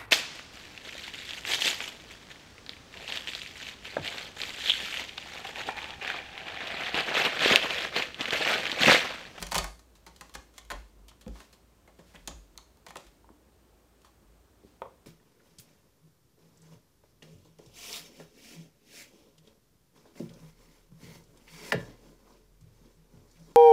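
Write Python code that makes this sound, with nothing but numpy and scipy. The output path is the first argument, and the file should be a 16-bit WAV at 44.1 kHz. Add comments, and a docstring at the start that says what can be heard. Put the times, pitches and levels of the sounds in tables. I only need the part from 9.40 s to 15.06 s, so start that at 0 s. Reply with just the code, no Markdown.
"""A cat scrabbles on a carpeted climbing tree in a small quiet room: claws snag and tear out of rope and
cloth as short bursts of fibre snaps, which set boards, post and fibre resonances ringing.
Knocks and bright claw clicks are struck modes, soft bumps are fast-dying sines, rubbing fur is dense
fine snaps. The tree lurches with a shudder of narrow low noise, over a steady low hum near 57 Hz
that slowly fades, and a faint room hum of coloured noise."""
import sys
import numpy as np
from scipy import signal
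from scipy.fft import rfft, irfft, next_fast_len
from scipy.io import wavfile
from scipy.ndimage import uniform_filter1d

SR = 44100
rng = np.random.default_rng(int(sys.argv[2]) if len(sys.argv) > 2 else 0)


def elevation(decibels):
    """Turn decibel levels (scalar or array-like) into linear amplitude ratios."""
    levels = np.asarray(decibels, float)
    return 10 ** (levels / 20)


def output_pcm(signal):
    """Save a mono or channel-first signal as 16-bit PCM at the path in sys.argv[1].

    Samples are clipped to [-1, 1] before scaling.
    """
    pcm = np.clip(np.atleast_2d(signal).T, -1, 1) * 32767
    wavfile.write(sys.argv[1], SR, np.round(pcm).astype(np.int16))


N = 249606  # length in samples


def rms_one(x):
    """Scale to rms 1."""
    return x / np.sqrt(np.mean(x ** 2) + 1e-20)


def band(x, low_hz, high_hz):
    """Butterworth band-pass."""
    sos = signal.butter(2, [low_hz, high_hz], "band", fs=SR, output="sos")
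    return signal.sosfilt(sos, x)


def coloured(x, spectrum):
    """Shape x by a spectrum drawn over log frequency; rms 1."""
    hz, db = np.transpose(spectrum)
    size = next_fast_len(N)
    grid = np.maximum(np.arange(size // 2 + 1) * SR / size, 1)
    gain = elevation(np.interp(np.log(grid), np.log(hz), db))
    return rms_one(irfft(rfft(x, size) * gain, size)[:N])


def ring(x, hz, t60):
    """Two-pole resonance: a unit click sets a sine of height 1 ringing, down 60 dB after t60 seconds."""
    radius = elevation(-60 / (t60 * SR))
    angle = 2 * np.pi * hz / SR
    poles = [1, -2 * radius * np.cos(angle), radius * radius]
    return signal.lfilter([0, np.sin(angle)], poles, x + 1e-18)


def snaps(per_s, spread_db):
    """Random fibre snaps of uneven size and sign; rms 1."""
    sizes = elevation(spread_db * np.minimum(rng.exponential(1, N), 4))
    signs = rng.choice([-1, 1], N)
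    return rms_one(sizes * signs * (rng.random(N) < per_s / SR))


def swells(peak_s, peak_db, swell_s, fade_s):
    """Gain of overlapping gestures, each rising to its peak and fading, 20 dB in the given times."""
    t = np.arange(N) / SR
    swell_s, fade_s = np.maximum(swell_s, .003), np.maximum(fade_s, .003)
    power = np.zeros(N)
    for s, db, up, down in np.broadcast(peak_s, peak_db, swell_s, fade_s):
        distance = np.maximum((s - t) / up, (t - s) / down).clip(0, 8)
        power += elevation(2 * db - 40 * distance)  # doubled dB: power
    return np.sqrt(power)


# claw and paw contacts: t/s, post ring level/dB, board thud level/dB over ring,
# claw sharpness level/dB over ring, tear time constant t/ms (held within 0.5 to 14)
CONTACTS = [(0.017, -35.5, -7, -12.5, 9.8), (0.0259, -35, -12, -0.5, 4.1), (0.067, -43.5, -17, -1, 4.2),
            (0.088, -49, -17, -7, 2.8), (0.113, -41, -2, -3.5, 9.9), (0.119, -31, -8, -5.5, 9.2),
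            (0.128, -35, -15, -10, 2.5), (0.145, -25, -38, -8, 5.4), (0.154, -28.5, -8, -5, 4.8),
            (0.1617, -32, -3.5, -6, 5.5), (0.1807, -33, -30, 3.5, 4.8), (0.185, -27.5, -7.5, -22, 3.05),
            (0.187, -43, -11, -6, 1.8), (0.243, -29, -36, -10.5, 4), (0.393, -53.5, -17, -7, 6.1),
            (0.553, -59.5, -12, -2.5, 16), (0.665, -42.5, -3.5, -9.5, 17), (0.762, -60, -12, 1.5, 4.2),
            (0.81, -38.5, -4, -10.5, 5.2), (0.895, -55.5, -19, -6.5, 3.6), (0.94, -48, -16, -3.5, 18.8),
            (0.949, -42.5, -14, -8.5, 7.2), (0.952, -36, -7, -12.5, 2.3), (1.139, -58.5, -13, -6.5, 15.96),
            (1.18, -43.5, -20, -3, 5.9), (1.25, -61.5, -2, -1, 4.9), (1.302, -40.5, -14, -8.5, 2),
            (1.306, -33.5, -10, -12, 3.7), (1.316, -39, -3, -9, 4.2), (1.313, -31, -4.5, -23, 15),
            (1.683, -56, -15, 3, 21), (1.811, -54.5, -3.5, -1.5, 21), (1.879, -47, 6, -13, 2.9),
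            (1.955, -47.5, -11, -17, 12), (2.003, -41.5, -12.5, -15, 3.5), (2.128, -53.5, -5, -3.5, 20),
            (2.476, -49, -0.5, -18.5, 16), (2.591, -50, 2.5, -14.5, 11), (2.741, -52, 3.5, -17, 6.5),
            (2.747, -50.5, -20, -17, 4.1), (2.754, -47.5, -5, -14, 6.4), (2.875, -45, -9, 2, 0.45),
            (2.877, -38.5, 1.5, -5.5, 5.5), (2.91, -46, -3, -16, 7.2), (3.1766, -55, -9, 7, 2),
            (3.372, -63, -20, -7.5, 1.5), (3.465, -41, -8.5, -12.5, 6.7), (3.485, -54.5, 6, 0.5, 18),
            (3.506, -42.5, -23, -15, 3.4), (3.556, -47, 3.5, -5.5, 10), (3.569, -48.5, -14, 2, 3.1),
            (3.667, -58, -12, -4.5, 7.9), (4.618, -69, -1, 1, 2.6), (4.647, -51, -27, -11, 18)]


def tears(level_db, fibres):
    """Each contact opens with a sharp snap, then fibres give way at a dying strength."""
    out = np.zeros(N)
    for (s, *_, length_ms), db in zip(CONTACTS, level_db):
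        at = round(s * SR)
        length = np.clip(length_ms, .5, 14) * SR / 1000
        fade = np.exp(-np.arange(min(int(6 * length), N - at)) / length)
        tear = fade * fibres[at:at + len(fade)]
        tear[0] = 2.0  # opening snap
        out[at:at + len(fade)] += elevation(db) * tear / np.sqrt(np.sum(tear ** 2))
    return out


def struck(modes, level_db, fibres):
    """Every contact excites every mode with a strength of its own; neighbouring modes alternate in sign."""
    chance_db = rng.normal(0, 2.5, (len(CONTACTS), len(modes)))
    out = np.zeros(N)
    for k, (hz, db, t60) in enumerate(modes):
        # shifted fibres give each mode its own grain
        push = tears(level_db + db + chance_db[:, k], np.roll(fibres, 997 * k))
        out += (-1) ** k * ring(push, hz, t60)
    return out


# board modes: f/Hz, level/dB, t60 t/s
BOARDS = [(166, -8.5, 0.19), (256, -5.5, 0.049), (365, -3, 0.036), (479, -17, 0.066), (511, -8, 0.084),
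          (563, -6, 0.051)]
# rope-wound post modes: f/Hz, level/dB, t60 t/s
POST = [(642, -5, 0.024), (780, -1.5, 0.022), (897, 2, 0.018), (1060, 3.5, 0.015), (1109, -8, 0.059),
        (1242, -1.5, 0.027), (1477, -2, 0.017), (1792, 5, 0.0083), (2160, 9.5, 0.004)]
# hollow snap of claw on fibre: f/Hz, level/dB, t60 t/s
FIBRE = [(2530, 1, 0.0051), (3280, 3.5, 0.0048), (4270, 5.5, 0.0039), (5560, 7.5, 0.00071),
         (6700, 7.5, 0.0017)]


def contacts():
    """Tears drive boards, post and fibre resonances, plus a bare crackle and a dry opening click."""
    _, ring_db, thud_db, sharp_db, _ = np.transpose(CONTACTS)
    claw_db = ring_db + sharp_db
    crackle_low_hz, crackle_top_hz, click_top_hz = 3620, 10740, 16700
    fibres = snaps(12000, spread_db=3)
    boards = band(struck(BOARDS, ring_db + thud_db - 3.0, fibres), 78.0, 940.0)
    post = band(struck(POST, ring_db - 6.0, fibres), 320.0, 3900)
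    fibre = band(struck(FIBRE, claw_db + 7, fibres), 2610, 10500)
    loose_fibres = snaps(2000, spread_db=4.5)
    crackle = band(tears(claw_db + 26, loose_fibres), crackle_low_hz, crackle_top_hz)
    # without fibres only the opening snap is left
    click = band(tears(claw_db + 19, np.zeros(N)), crackle_low_hz, click_top_hz)
    return boards + post + fibre + crackle + click


# knocks and bright claw clicks on wood and fibre: t/s, level/dB, centre f/Hz,
# fall-off level/dB one octave away
KNOCKS_AND_CLICKS = [(.001, -35, 166, 22), (0.024, -28.5, 163, 38), (.118, -32, 991, 9),
                     (.157, -17, 760, 17), (0.125, -33, 166, 25), (0.16, -24, 165, 20), (0.19, -40, 570, 7),
                     (0.156, -49, 3300, 28), (0.166, -34, 3270, 28), (0.18, -54, 3280, 37),
                     (1.715, -50.5, 1010, 13), (0.953, -34, 1950, 36), (1.184, -42.5, 2050, 31),
                     (1.311, -33.5, 1650, 30), (1.864, -34.5, 300, 5), (2.589, -42, 328, 5),
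                     (2.759, -46.5, 2750, 34), (2.763, -46, 2750, 34), (2.878, -34, 540, 11),
                     (3.156, -56, 344, 1), (3.184, -44.5, 1040, 23), (3.558, -32.5, 750, 4.5),
                     (4.647, -56, 1270, 29), (5.42, -32.5, 730, 8)]


def knocks_and_clicks():
    """Each blow rings the modes near its centre pitch most, with a tick that grows with that pitch."""
    s, peak_db, centre_hz, fall_db = np.transpose(KNOCKS_AND_CLICKS)
    at = np.round(s * SR).astype(int)
    ticks, ringing = np.zeros((2, N))
    tick_db, tick_db_per_octave = -3.5, 5.5  # tick over blow for a centre of 700 Hz, and its growth
    ticks[at] = elevation(peak_db + tick_db + tick_db_per_octave * np.log2(centre_hz / 700))
    for k, (hz, db, t60) in enumerate([*BOARDS, *POST, *FIBRE[:2]]):
        blows = np.zeros(N)
        octaves = np.log2(hz / centre_hz)
        blows[at] = elevation(peak_db + db - 2.0 - fall_db * octaves ** 2)
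        ringing += (-1) ** k * ring(blows, hz, t60)
    bright = sum(ring(ticks, hz, t60) for hz, _, t60 in FIBRE[:2])
    return band(ringing, 91, 4100) + elevation(-4.5) * bright + band(ticks, 1100, 11000)


# blunt, padded bumps of paws and body weight: t/s, envelope peak level/dB, f/Hz,
# cycles to die by 60 dB (at least 2 are played)
THUMPS = [(1.3024, -29.5, 1550, 20), (1.867, -29, 209, 3), (1.874, -42.5, 511, 31), (1.88, -36, 51.7, 15),
          (1.889, -54, 213, 34), (3.844, -49, 940, 13), (3.891, -43, 980, 6), (3.903, -43, 300, 4.5),
          (4.331, -56, 810, 8), (4.828, -52, 190, 1.5), (5.236, -48, 393, 7), (5.248, -43, 243, -0.5),
          (5.4185, -32, 534, 10), (5.419, -32, 956, 22), (5.4193, -32, 1250, 30), (5.456, -42, 1060, 26),
          (5.458, -46.5, 479, 42), (5.463, -54, 149, 3)]


def thumps():
    """A blunt push under cloth: a sine that swells within half a cycle and dies away, with no edge."""
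    out = np.zeros(N + SR)
    t = np.arange(SR // 2) / SR
    for s, db, hz, cycles in THUMPS:
        at = round(s * SR)
        shape = (1 - np.exp(-3 * hz * t)) * elevation(-60 * hz * t / max(cycles, 2))
        out[at:at + len(t)] += elevation(db) * shape / shape.max() * np.sin(2 * np.pi * hz * t)
    return out[:N]


# strokes of fur and cloth rubbing while the cat moves: peak t/s, level/dB,
# t/s to swell by 20 dB, t/s to fade by 20 dB
STROKES = [(0.001, -50, 0.1, 0.1), (1.17, -62, .04, .06), (.158, -39, 0.0327, 0.0769),
           (.842, -66.5, 0.3949, 0.5262), (1.33, -62, .05, .2), (2.006, -57, .15, .13), (3.6, -62, .05, .2),
           (2.7, -66, 0.2493, 0.6439), (4.67, -70, 0.1, .06), (5.27, -72, .1, .3)]
# colour of the rubbing: f/Hz, relative level/dB per Hz
RUB = [(120, -55), (200, -21), (304, -11), (345, -37), (365, -11), (575, -15), (728, -15), (5300, -14.5),
       (15500, -29)]


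def rubbing():
    """Dense fine snaps as fur and paws drag over cloth."""
    return swells(*np.transpose(STROKES)) * coloured(snaps(6000, spread_db=3), RUB)


def narrow_noise(hz, width_hz):
    """Noise twice through one resonance of the given width, its swings partly evened out; rms 1."""
    t60 = np.log(1000) / (np.pi * width_hz)
    narrow = ring(ring(rng.standard_normal(N), hz, t60), hz, t60)
    height = uniform_filter1d(np.abs(signal.hilbert(narrow)), size=2000)
    return rms_one(narrow / height ** 0.78)


# the cat shifts its weight and the tree lurches: peak t/s, level/dB,
# t/s to fade by 20 dB (at least 0.003 is played)
LURCHES = [(.001, -32.5, 0.08), (.21, -32.5, 0.11), (.49, -68, -0.5), (0.991, -47, -0.02),
           (1.347, -40, 0.14), (1.539, -55.5, 0.36), (1.64, -55, -0.7), (2.81, -54.5, 0.4),
           (2.92, -45.5, 0.23), (3.14, -57, -0.2), (3.66, -58.5, 0.34), (4.35, -66, -0.8), (4.84, -59, 0.3)]


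def lurches():
    """The tree shudders in each lurch: noise in a narrow low resonance swells and fades."""
    s, db, fade_s = np.transpose(LURCHES)
    return swells(s, db, 0.092, fade_s) * narrow_noise(49.75, width_hz=10.5)


def low_hum():
    """A steady low hum near 57 Hz under the lurches, slowly fading throughout: narrow noise."""
    start_db, fade_db_per_s = -61.5, 1.24
    gain = elevation(start_db - fade_db_per_s * np.arange(N) / SR)
    return gain * narrow_noise(57.1, width_hz=8.7)


# reverberation bands: centre f/Hz, t60 t/s, level/dB
ROOM = [(165, 0.18, 2.5), (288, 0.38, 0), (605, 0.25, 0), (1210, 0.32, -5), (2480, 0.31, -4),
        (5240, 0.38, -8), (9800, 0.48, -12.5)]


def room(x):
    """Reflections as octave bands of noise that start after 4 ms, each dying at its own rate."""
    t = np.arange(SR // 2) / SR
    tail = np.zeros(len(t))
    for hz, t60, db in ROOM:
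        noise = band(rng.standard_normal(len(t)), hz / np.sqrt(2), hz * np.sqrt(2))
        dying = noise * elevation(-60 * t / t60) * (t > .004)
        share = np.sqrt(hz / np.sqrt(2) / (SR / 2))  # the band's part of the whole spectrum
        tail += elevation(db) * share * dying / np.sqrt(np.sum(dying ** 2))
    return signal.fftconvolve(x, tail)[:N]


# room hum below, room and microphone hiss above: f/Hz, relative level/dB per Hz
HUM = [(44, -46), (75, -2), (129, -9), (164, -8), (361, -8.5), (905, -18), (990, -17), (1210, -19.5),
       (1900, -25), (5000, -28.5), (9400, -29.5), (10500, -36), (12000, -30.5), (16000, -34)]


def room_hum():
    """Steady noise in the colour of the room's hum and the hiss."""
    return elevation(-64.3) * coloured(rng.standard_normal(N), HUM)


def scene():
    """Cat on the tree, its reverberation, the lurches, the low hum and the room hum."""
    claws = contacts() + rubbing()
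    blows, body = knocks_and_clicks(), thumps()
    room_send = claws + elevation(-1.5) * blows + elevation(-2.5) * body
    return (claws + blows + body + room(room_send) + lurches() + low_hum() + room_hum())[None]


def low_pass(x):
    """Removes everything above the highest recorded frequency."""
    return signal.sosfilt(signal.butter(12, 16530, fs=SR, output="sos"), x)


def record(dry):
    """The microphone drops the deepest bass, then a steep low-pass cuts the top."""
    low_cut = signal.butter(4, 40.3, "high", fs=SR, output="sos")
    top_cut = signal.cheby2(12, 70, 16900, fs=SR, output="sos")  # 70 dB down from 16900 Hz
    heard = signal.sosfilt(low_cut, dry)
    finished = signal.sosfilt(top_cut, heard)
    return low_pass(finished)


dry = scene()
out = record(dry)
output_pcm(out)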